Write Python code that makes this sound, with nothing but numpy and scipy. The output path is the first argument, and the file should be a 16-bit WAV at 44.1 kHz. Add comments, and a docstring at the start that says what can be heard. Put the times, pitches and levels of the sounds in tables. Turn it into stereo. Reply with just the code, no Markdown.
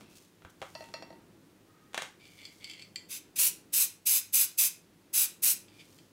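"""Cans clatter, a mixing ball clicks, then eight short bursts of spray paint hiss in a small workshop.
One can is put down and rocks on its rim until it rests. Another slides, is knocked, and is picked up
and tilted, so the ball inside rolls and taps the wall, which rings. Each press of the nozzle lets out
a jet of swirling gas that hisses and rushes onto paper. The room echoes and rumbles softly."""
import sys
import numpy as np
from scipy import signal
from scipy.fft import rfft, irfft
from scipy.io import wavfile
from scipy.ndimage import uniform_filter1d, map_coordinates

SR = 44100
rng = np.random.default_rng(int(sys.argv[2]) if len(sys.argv) > 2 else 0)


def dump(signal):
    """Clip the signal to [-1, 1] and save it as 16-bit WAV at the path in sys.argv[1]."""
    limited = np.clip(np.atleast_2d(signal).T, -1, 1)
    pcm = np.round(limited * 32767).astype(np.int16)
    wavfile.write(sys.argv[1], SR, pcm)


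N = 269892
TIME, FREQS = np.arange(N) / SR, np.fft.rfftfreq(N, 1 / SR)


def spray(closing_s=0.062, full_press_db=-23, sputter_db=0.87):
    """Each press opens a valve: swirling gas hisses out and rushes onto the paper."""
    # nozzle presses: t/s, opening time/s, length/s, level/dB, pressure swell/dB, floor echo delay/ms
    presses = [(3.079, 0.037, .126, -37.5, -1.5, .8), (3.353, 0.01, 0.081, -36, 0, 0.8),
               (3.376, 0.017, .141, -23.5, .5, .72), (3.72, .02, 0.16, -24.5, 1, 0.75),
               (4.051, .018, .17, -23.5, -0.5, 0.78), (4.321, 0.023, .152, -21, -1.1, 0.78),
               (4.57, 0.021, 0.13, -20.5, -2.5, 0.81), (5.126, 0.015, 0.16, -26, 3, 0.77),
               (5.417, 0.017, 0.14, -23, 0, 0.75)]
    # tone of the jet: f/Hz, level/dB
    jet_tone = [(300, -43.5), (1000, -30), (1700, -24), (2100, -14), (2400, -8.5), (3200, -10),
                (4400, -8.5), (5500, -6.5), (8000, -3), (10200, -1), (13000, 1.5), (15800, -3)]
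    # resonances of the can and nozzle: f/Hz, width/Hz, boost/dB
    nozzle_modes = [(2365, 500, -1), (3980, 270, -0.5), (4770, 470, 2.5), (6090, 720, 4), (8060, 750, 3),
                    (9080, 520, -5), (10200, 1120, 4)]
    # tone of the jet hitting the paper: f/Hz, level/dB
    paper_tone = [(200, -13), (550, -6), (900, -2.5), (1500, 1.5), (2200, 5), (4000, -16), (8000, -27)]
    # echoes off farther surfaces: delay/ms, level/dB
    surfaces = [(1.999, -15), (3.7, -21.5), (5.199, -19)]
    nozzle_db = sum(db * np.exp(-(2 * (FREQS - hz) / width) ** 2) for hz, width, db in nozzle_modes)
    tone_db = look_up(jet_tone, FREQS) + nozzle_db
    octaves = np.log2(np.maximum(FREQS, 2000) / 9000)
    gas, jet = rfft(rng.standard_normal(N)), np.zeros(N)
    rush = normalise(filtered(rng.standard_normal(N), look_up(paper_tone, FREQS) + bass_cut(FREQS, 250)))
    for start, opening, length, db, swell_db, echo_ms in presses:
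        t, force_db = TIME - start, db + swell_db - full_press_db
        # the valve leaks a little before it gives way, and its spring shuts it smoothly
        valve = np.clip(t / opening, 0, 1) ** 2.15
        valve *= np.sin(np.pi / 2 * np.clip((length - t) / closing_s, 0, 1)) ** 2
        swell = np.sin(np.pi * np.clip(t / length, 0, 1))
        # the floor echo depends on the nozzle's height, so each burst has its own tone
        floor_echo = amp(-11) * np.exp(-2j * np.pi * FREQS * echo_ms / 1000)
        tilt_db = 0.26 * force_db * octaves  # a lighter press is duller
        hiss = normalise(irfft(gas * amp(tone_db + tilt_db) * (1 + floor_echo), N))
        hiss_db = db + swell_db * (2 * swell - 1)
        rush_db = -51.5 + 1.8 * force_db + 5 * (swell - 1)
        jet += valve * (amp(hiss_db) * hiss + amp(rush_db) * rush)
    jet *= amp(sputter_db * drift(rate_hz=280))
    # the echo delays waver as the hand sways
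    return jet + sum(amp(db) * delayed(jet, ms * (1 + 0.0297 * drift(1.96))) for ms, db in surfaces)


def knocks(thump_hz=88, thump_fade_s=0.12):
    """Cans hit the floor and each other: a bouncing crack, a chattering rim, sometimes a thump."""
    # hits: t/s, relative level/dB, treble cutoff/Hz, pitch of the struck spot/Hz, its boost/dB
    hits = [(.009, -49, 3500, 1280, 8), (.421, -53.5, 2500, 1340, 11), (.449, -43, 1670, 1380, 11),
            (0.6169, -35.5, 2280, 556, 9), (.625, -37.5, 2600, 1250, 15.5), (.841, -48, 5000, 2610, 2),
            (.888, -51, 5000, 900, 7), (1.933, -48.5, 5000, 1500, 4), (1.9448, -29, 4000, 1010, 5),
            (1.977, -26, 4730, 1640, 7.5), (2.0208, -31, 6100, 800, 3)]
    # tone of every knock: f/Hz, level/dB
    knock_tone = [(60, -23), (200, -10.5), (400, -2.5), (700, 1.5), (1150, -5), (1700, -4.5), (2500, -2),
                  (3800, -2), (5000, -9.5), (6500, -3.5), (10000, -6), (15500, -15)]
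    # the floor thumps under a can that is put down: t/s, level/dB
    thumps = [(.449, -47.5), (0.6174, -55)]
    t, out = np.arange(SR // 3) / SR, np.zeros(N)
    for start, db, cutoff_hz, spot_hz, boost_db in hits:
        contact = bounces(t) + amp(-19) * crack(t, decay_s=0.015)  # the longer crack is the chatter
        knock = filtered_hit(contact, lambda hz: look_up(knock_tone, hz) + treble_cut(hz, cutoff_hz)
                             + boost_db / (1 + (5 * (hz / spot_hz - 1)) ** 2))
        add(out, start, at_level(knock, db - 1))
    for start, db in thumps:
        add(out, start, amp(db) * fade(t, thump_fade_s) * np.sin(2 * np.pi * thump_hz * t))
    return out


def bounces(t, crack_s=0.0022, gap_s=0.004, first_db=-11, loss_db=4.5):
    """A can hits once, then bounces three times at uneven gaps, weaker each time."""
    contact = crack(t, crack_s)
    for k, start in enumerate(np.cumsum(gap_s * rng.uniform(0.5, 1.5, 3))):
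        add(contact, start, amp(first_db - k * loss_db) * crack(t, crack_s))
    return contact


def crack(t, decay_s):
    """Two hard things touch: a brief burst of noise, about equally strong at all pitches."""
    burst = rfft(rng.standard_normal(len(t)) * np.exp(-t / decay_s))
    even = irfft(burst / (abs(burst) + 1e-9), len(t))
    return even * np.exp(-(t / (4 * decay_s)) ** 2) * np.sqrt(decay_s * SR / 2)


def rocking_can():
    """The standing can rocks, and rings each time its rim taps the floor."""
    # taps of the rim: t/s, relative level/dB
    taps = [(.7515, -39.5), (.807, -41.5), (.824, -48), (.9395, -36), (1.024, -39.5), (1.1045, -45),
            (1.127, -51)]
    # ringing tones of the can: f/Hz, level/dB, time to fade by 60 dB/s
    modes = [(573, 4, 0.061), (660, 9, 0.026), (840, -12.5, 0.032), (919, -8.5, 0.56), (1300, -10.5, 0.081),
             (1857, -8, 0.07), (1960, -12.5, 0.17), (2690, -8, 0.13), (2820, -21, .05), (4270, 4, 0.032),
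             (4500, -4.5, 0.024), (4640, -0.5, 0.041), (5604, -1.5, 0.04), (5800, -16, 0.12),
             (7000, -16, .04)]
    return amp(-0.5) * struck_can(taps, modes, tick_db=8.5, tick_s=0.0028, tick_hz=4900, low_hz=293,
                                  vary_db=-1.0, detune=0.0035, bright_hz=6200, octave_db=7.5)


def ball_clicks():
    """The mixing ball strikes the wall of the held can; the hand damps the ringing."""
    # strikes of the ball: t/s, relative level/dB
    clicks = [(2.2544, -52), (2.4529, -39), (2.6435, -36), (2.698, -39), (2.712, -43), (2.735, -44.5),
              (2.795, -46), (2.817, -47), (2.823, -41), (2.9588, -30), (5.683, -54), (5.987, -53.5)]
    # ringing tones of the can: f/Hz, level/dB, time to fade by 60 dB/s
    modes = [(2004, -10, 0.056), (2363, -6.5, 0.052), (2670, -8, 0.051), (3140, -2.5, 0.055),
             (3420, -8.5, 0.076), (3570, -9, 0.039), (4430, 4, 0.033), (4760, 1, 0.026), (4790, -3, 0.067),
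             (5140, -10, .05), (6930, -12, 0.026), (7620, -3, 0.04), (8030, -7.5, 0.05), (9076, -27, .04),
             (11800, -24, .05)]
    return amp(-1.5) * struck_can(clicks, modes, tick_db=8.0, tick_s=0.0017, tick_hz=9100, low_hz=1660,
                                  vary_db=3, detune=0.0095, bright_hz=10400, octave_db=14)


def struck_can(blows, modes, tick_db, tick_s, tick_hz, low_hz, vary_db, detune, bright_hz, octave_db):
    """Each blow ticks and rings the can, a little differently each time as the paint sloshes."""
    t, out = np.arange(SR // 2) / SR, np.zeros(N)
    mode_hz, mode_db, fade_s = np.transpose(modes)[:, :, None]
    hardest_db = max(db for start, db in blows)
    for start, db in blows:
        cutoff_hz = bright_hz * 2 ** ((db - hardest_db) / octave_db)  # softer blows are duller
        size, shift, phase = rng.standard_normal((3, *mode_hz.shape))
        tones = np.sin(2 * np.pi * (mode_hz * (1 + detune * shift) * t + phase))
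        ring = (amp(mode_db + vary_db * size) * fade(t, fade_s) * tones).sum(0)
        tick = amp(tick_db) * filtered_hit(crack(t, tick_s), lambda hz: treble_cut(hz, tick_hz))
        blow = filtered_hit(ring + tick, lambda hz: treble_cut(hz, cutoff_hz) + 2 * bass_cut(hz, low_hz))
        add(out, start, at_level(blow, db))
    return out


def rolling_ball(level_db=-3, sag_per_s=0.15):
    """The ball skips along the wall and keeps it ringing; running paint lowers the pitch."""
    # one roll for each tilt of the can: t/s, length/s, relative level/dB, pitch factor
    rolls = [(0, .25, -67.5, 1.08), (2.19, 0.21, -59, 0.96), (2.37, .18, -54, 0.92),
             (2.595, .29, -52.5, 0.91), (5.665, 0.2, -64.5, .98), (5.785, 0.042, -53, 0.98)]
    # resonances of the wall, before the pitch factor: f/Hz, width/Hz, level/dB
    modes = [(2415, 290, 7), (3160, 370, -3.5), (3650, 370, -1), (4570, 270, -11), (4940, 620, -4),
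             (7860, 4400, -15.5)]
    ring = resonate(grains(per_s=2500, spread_db=2.0), modes)
    gain, pitch = np.zeros(N), np.ones(N)
    for start, length, db, factor in rolls:
        gain += movement(start, length, db)
        from_middle_s = np.minimum(TIME - start, length) - length / 2
        pitch = np.where(TIME < start, pitch, factor * (1 - sag_per_s * from_middle_s))
    return amp(level_db) * gain * map_coordinates(ring, [np.cumsum(pitch)], order=3, mode="wrap")


def rustle(level_db=-3):
    """Sleeve and fingers rub in many tiny contacts whenever the hand moves."""
    # moves of the hand: t/s, length/s, relative level/dB
    moves = [(0, 0.046, -60), (0.088, 0.22, -61.5), (.155, 0.035, -59), (0.497, .018, -59),
             (0.587, .45, -63), (2.193, 0.81, -63.5), (5.718, 0.43, -63.5)]
    # tone of cloth and skin: f/Hz, level/dB
    cloth_tone = [(300, -15), (1300, -6), (2000, -8), (3000, 2.5), (6000, 4.5), (9000, 1.5), (15500, -4.5)]
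    rubbing = normalise(filtered(grains(per_s=2200, spread_db=2.5), look_up(cloth_tone, FREQS)))
    return amp(level_db) * sum(movement(*move) for move in moves) * rubbing


def sliding_can():
    """Grit under the rim keeps a sliding can faintly ringing."""
    # resonances of the can: f/Hz, width/Hz, level/dB
    modes = [(1253, 72, 0), (1570, 24, -8), (1867, 48, -6)]
    ring = resonate(grains(per_s=2500, spread_db=3.5), modes)
    return movement(start=1.675, length=0.45, db=-70.5) * ring


def spray_echoes(hiss, turns_per_s=3):
    """The echoes change as the jet moves; it points at the paper, so less treble reaches the room."""
    # stereo width: f/Hz, side minus mid/dB
    width = [(500, -2), (1200, -3.5), (2200, -46), (3500, -27), (4800, -7.5), (7000, -7.5), (10000, -8.5),
             (15000, -20.5)]
    # hiss that reaches the room: f/Hz, gain/dB
    spill = [(1000, -4), (3000, -8), (6000, -7.5), (12000, -13.5)]
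    spilled = filtered(hiss, look_up(spill, FREQS))
    angle = 2 * np.pi * turns_per_s * TIME
    return room(spilled * np.cos(angle), width) + room(spilled * np.sin(angle), width)


def room(x, width, echoes_per_s=5000, first_s=0.0023, build_s=0.0048):
    """Dense echoes build up quickly, then fade at a different speed for each pitch."""
    # how long the room rings: f/Hz, time to fade by 60 dB/s
    fade_times = [(150, 0.1368), (500, 0.17), (1300, 0.35), (3500, 0.3), (9000, 0.26), (15000, 0.21)]
    echoes = rng.choice([-1., 1.], (2, SR // 2)) * (rng.random((2, SR // 2)) < echoes_per_s / SR)
    hz, t, bands = signal.stft(echoes, SR, nperseg=256)
    tail = signal.istft(bands * fade(t, look_up(fade_times, hz)[:, None]), SR, nperseg=256)[1]
    tail *= np.clip((np.arange(tail.shape[1]) / SR - first_s) / build_s, 0, 1)
    tail /= np.linalg.norm(tail, axis=1, keepdims=True)
    mid, side = signal.fftconvolve(x[None], tail, axes=1)[:, :N]
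    return stereo(mid, side, width)


def room_rumble(level_db=-61.0):
    """The room's low rumble slowly swells and sinks under a faint, even hiss."""
    # tone of the background: f/Hz, level/dB
    air_tone = [(25, -25.5), (40, -16), (52, -9.5), (70, -20), (100, 0), (130, -8.5), (170, -0.5),
                (240, -7), (310, -1), (400, -7.5), (520, -11.5), (700, -16.5), (2200, -22), (15800, -32.5)]
    # rise and fall of the rumble: t/s, relative level/dB
    swells = [(0.0, -56.5), (0.25, -66), (1.07, -58), (1.58, -63.5), (3.66, -62), (4.09, -67.5),
              (5.83, -61.5), (6.12, -64)]
    # stereo width: f/Hz, side minus mid/dB
    width = [(30, -16), (80, -15.5), (160, -9.5), (330, -3.5), (700, 2.5), (1400, 4), (6500, -3.5),
             (15000, -21)]
    mid, side = (normalise(filtered(rng.standard_normal(N), look_up(air_tone, FREQS))) for _ in range(2))
    air = amp(level_db) * stereo(mid, side, width)
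    low = filtered(air, treble_cut(FREQS, 960))
    swell_db = np.interp(TIME, *np.transpose(swells))
    return air - low + low * amp(swell_db - swell_db.mean())


def movement(start, length, db, rise_share=0.11, fall_share=0.57):
    """Loudness of one movement as it speeds up, holds and slows down."""
    progress = (TIME - start) / length
    speed = np.clip(np.minimum(progress / rise_share, (1 - progress) / fall_share), 0, 1)
    return amp(db) * np.sin(np.pi / 2 * speed)


def grains(per_s, spread_db):
    """Tiny contacts of uneven size at random times."""
    size = amp(spread_db * np.minimum(rng.exponential(1, N), 4))
    return normalise(size * rng.standard_normal(N) * (rng.random(N) < per_s / SR))


def drift(rate_hz):
    """A smooth random wobble, up to about rate_hz swings a second."""
    return normalise(irfft(rfft(rng.standard_normal(N)) * np.exp(-(FREQS / rate_hz) ** 2), N))


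def resonate(x, modes):
    """Keeps the pitches at which an object likes to ring."""
    peaks = sum(amp(db) / (1 + (2 * (FREQS - hz) / width) ** 2) for hz, width, db in modes)
    return normalise(irfft(rfft(x) * peaks, N))


def filtered(x, db):
    """Turns each pitch in FREQS up or down by its gain in dB."""
    return irfft(rfft(x) * amp(db), N)


def filtered_hit(x, db_at_hz):
    """Filters a short sound so that nothing rings before it starts (minimum phase)."""
    log_gain = np.log(amp(db_at_hz(abs(np.fft.fftfreq(4096, 1 / SR)))))
    taps = np.fft.ifft(np.exp(np.conj(signal.hilbert(log_gain)))).real
    return signal.fftconvolve(x, taps[:len(taps) // 2])[:len(x)]


def treble_cut(hz, cutoff_hz):
    """Gain in dB that dulls high pitches."""
    return -10 * np.log10(1 + (hz / cutoff_hz) ** 3)


def bass_cut(hz, cutoff_hz):
    """Gain in dB that thins low pitches."""
    return treble_cut(cutoff_hz, hz + 20)


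def fade(t, fade_s):
    """Dies away by 60 dB in fade_s."""
    return np.exp(-np.log(1000) * t / fade_s)


def amp(db):
    """Decibels to gain."""
    return 10 ** (np.asarray(db) / 20)


def normalise(x):
    """Sets the average strength (rms) to 1."""
    return x / np.sqrt(np.mean(x ** 2) + 1e-20)


def at_level(x, db):
    """Sets the level of the loudest 4 ms."""
    return amp(db) * x / np.sqrt(uniform_filter1d(x ** 2, size=176).max())


def look_up(points, hz):
    """Reads between a table's rows on a log-frequency scale."""
    f, value = np.transpose(points)
    return np.interp(np.log(hz + 1), np.log(f + 1), value)


def add(mix, start, sound):
    """Mixes a sound in at start seconds."""
    part = mix[round(start * SR):][:len(sound)]
    part += sound[:len(part)]


def delayed(x, ms):
    """Delays by a time that may change."""
    return map_coordinates(x, [np.arange(N) - ms * SR / 1000], order=3)


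def stereo(mid, side, width):
    """Left and right from what they share (mid) and what sets them apart (side)."""
    side = filtered(side, look_up(width, FREQS))
    return np.array([mid + side, mid - side])


def pan(x, left_db):
    """Makes the left side left_db louder than the right."""
    return x * amp([[left_db / 2], [-left_db / 2]])


def scene():
    """The standing can is to the right, the held one a little left, with the room all around."""
    # stereo width of the cans' echoes: f/Hz, side minus mid/dB
    width = [(300, -9), (800, -9), (3000, -7), (7000, -7), (15000, -14)]
    hiss, knock, handling = spray(), knocks() + sliding_can(), rolling_ball() + rustle()
    rock, ball = rocking_can(), ball_clicks()
    into_room = amp(-4.0) * knock + amp(-4.5) * rock + amp(-7) * ball + amp(-6.5) * handling
    echoes = spray_echoes(hiss) + room(into_room, width)
    direct = pan(hiss, -0.4) + pan(knock, 0.6) + pan(rock, -6.5) + pan(ball + handling, 1.9)
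    return direct + echoes + room_rumble()


def record(dry):
    """Steeply cuts the treble above 15800 Hz."""
    return signal.oaconvolve(dry, signal.firwin(511, 15800, window=("kaiser", 7), fs=SR)[None], "same")


dry = scene()
out = record(dry)
dump(out)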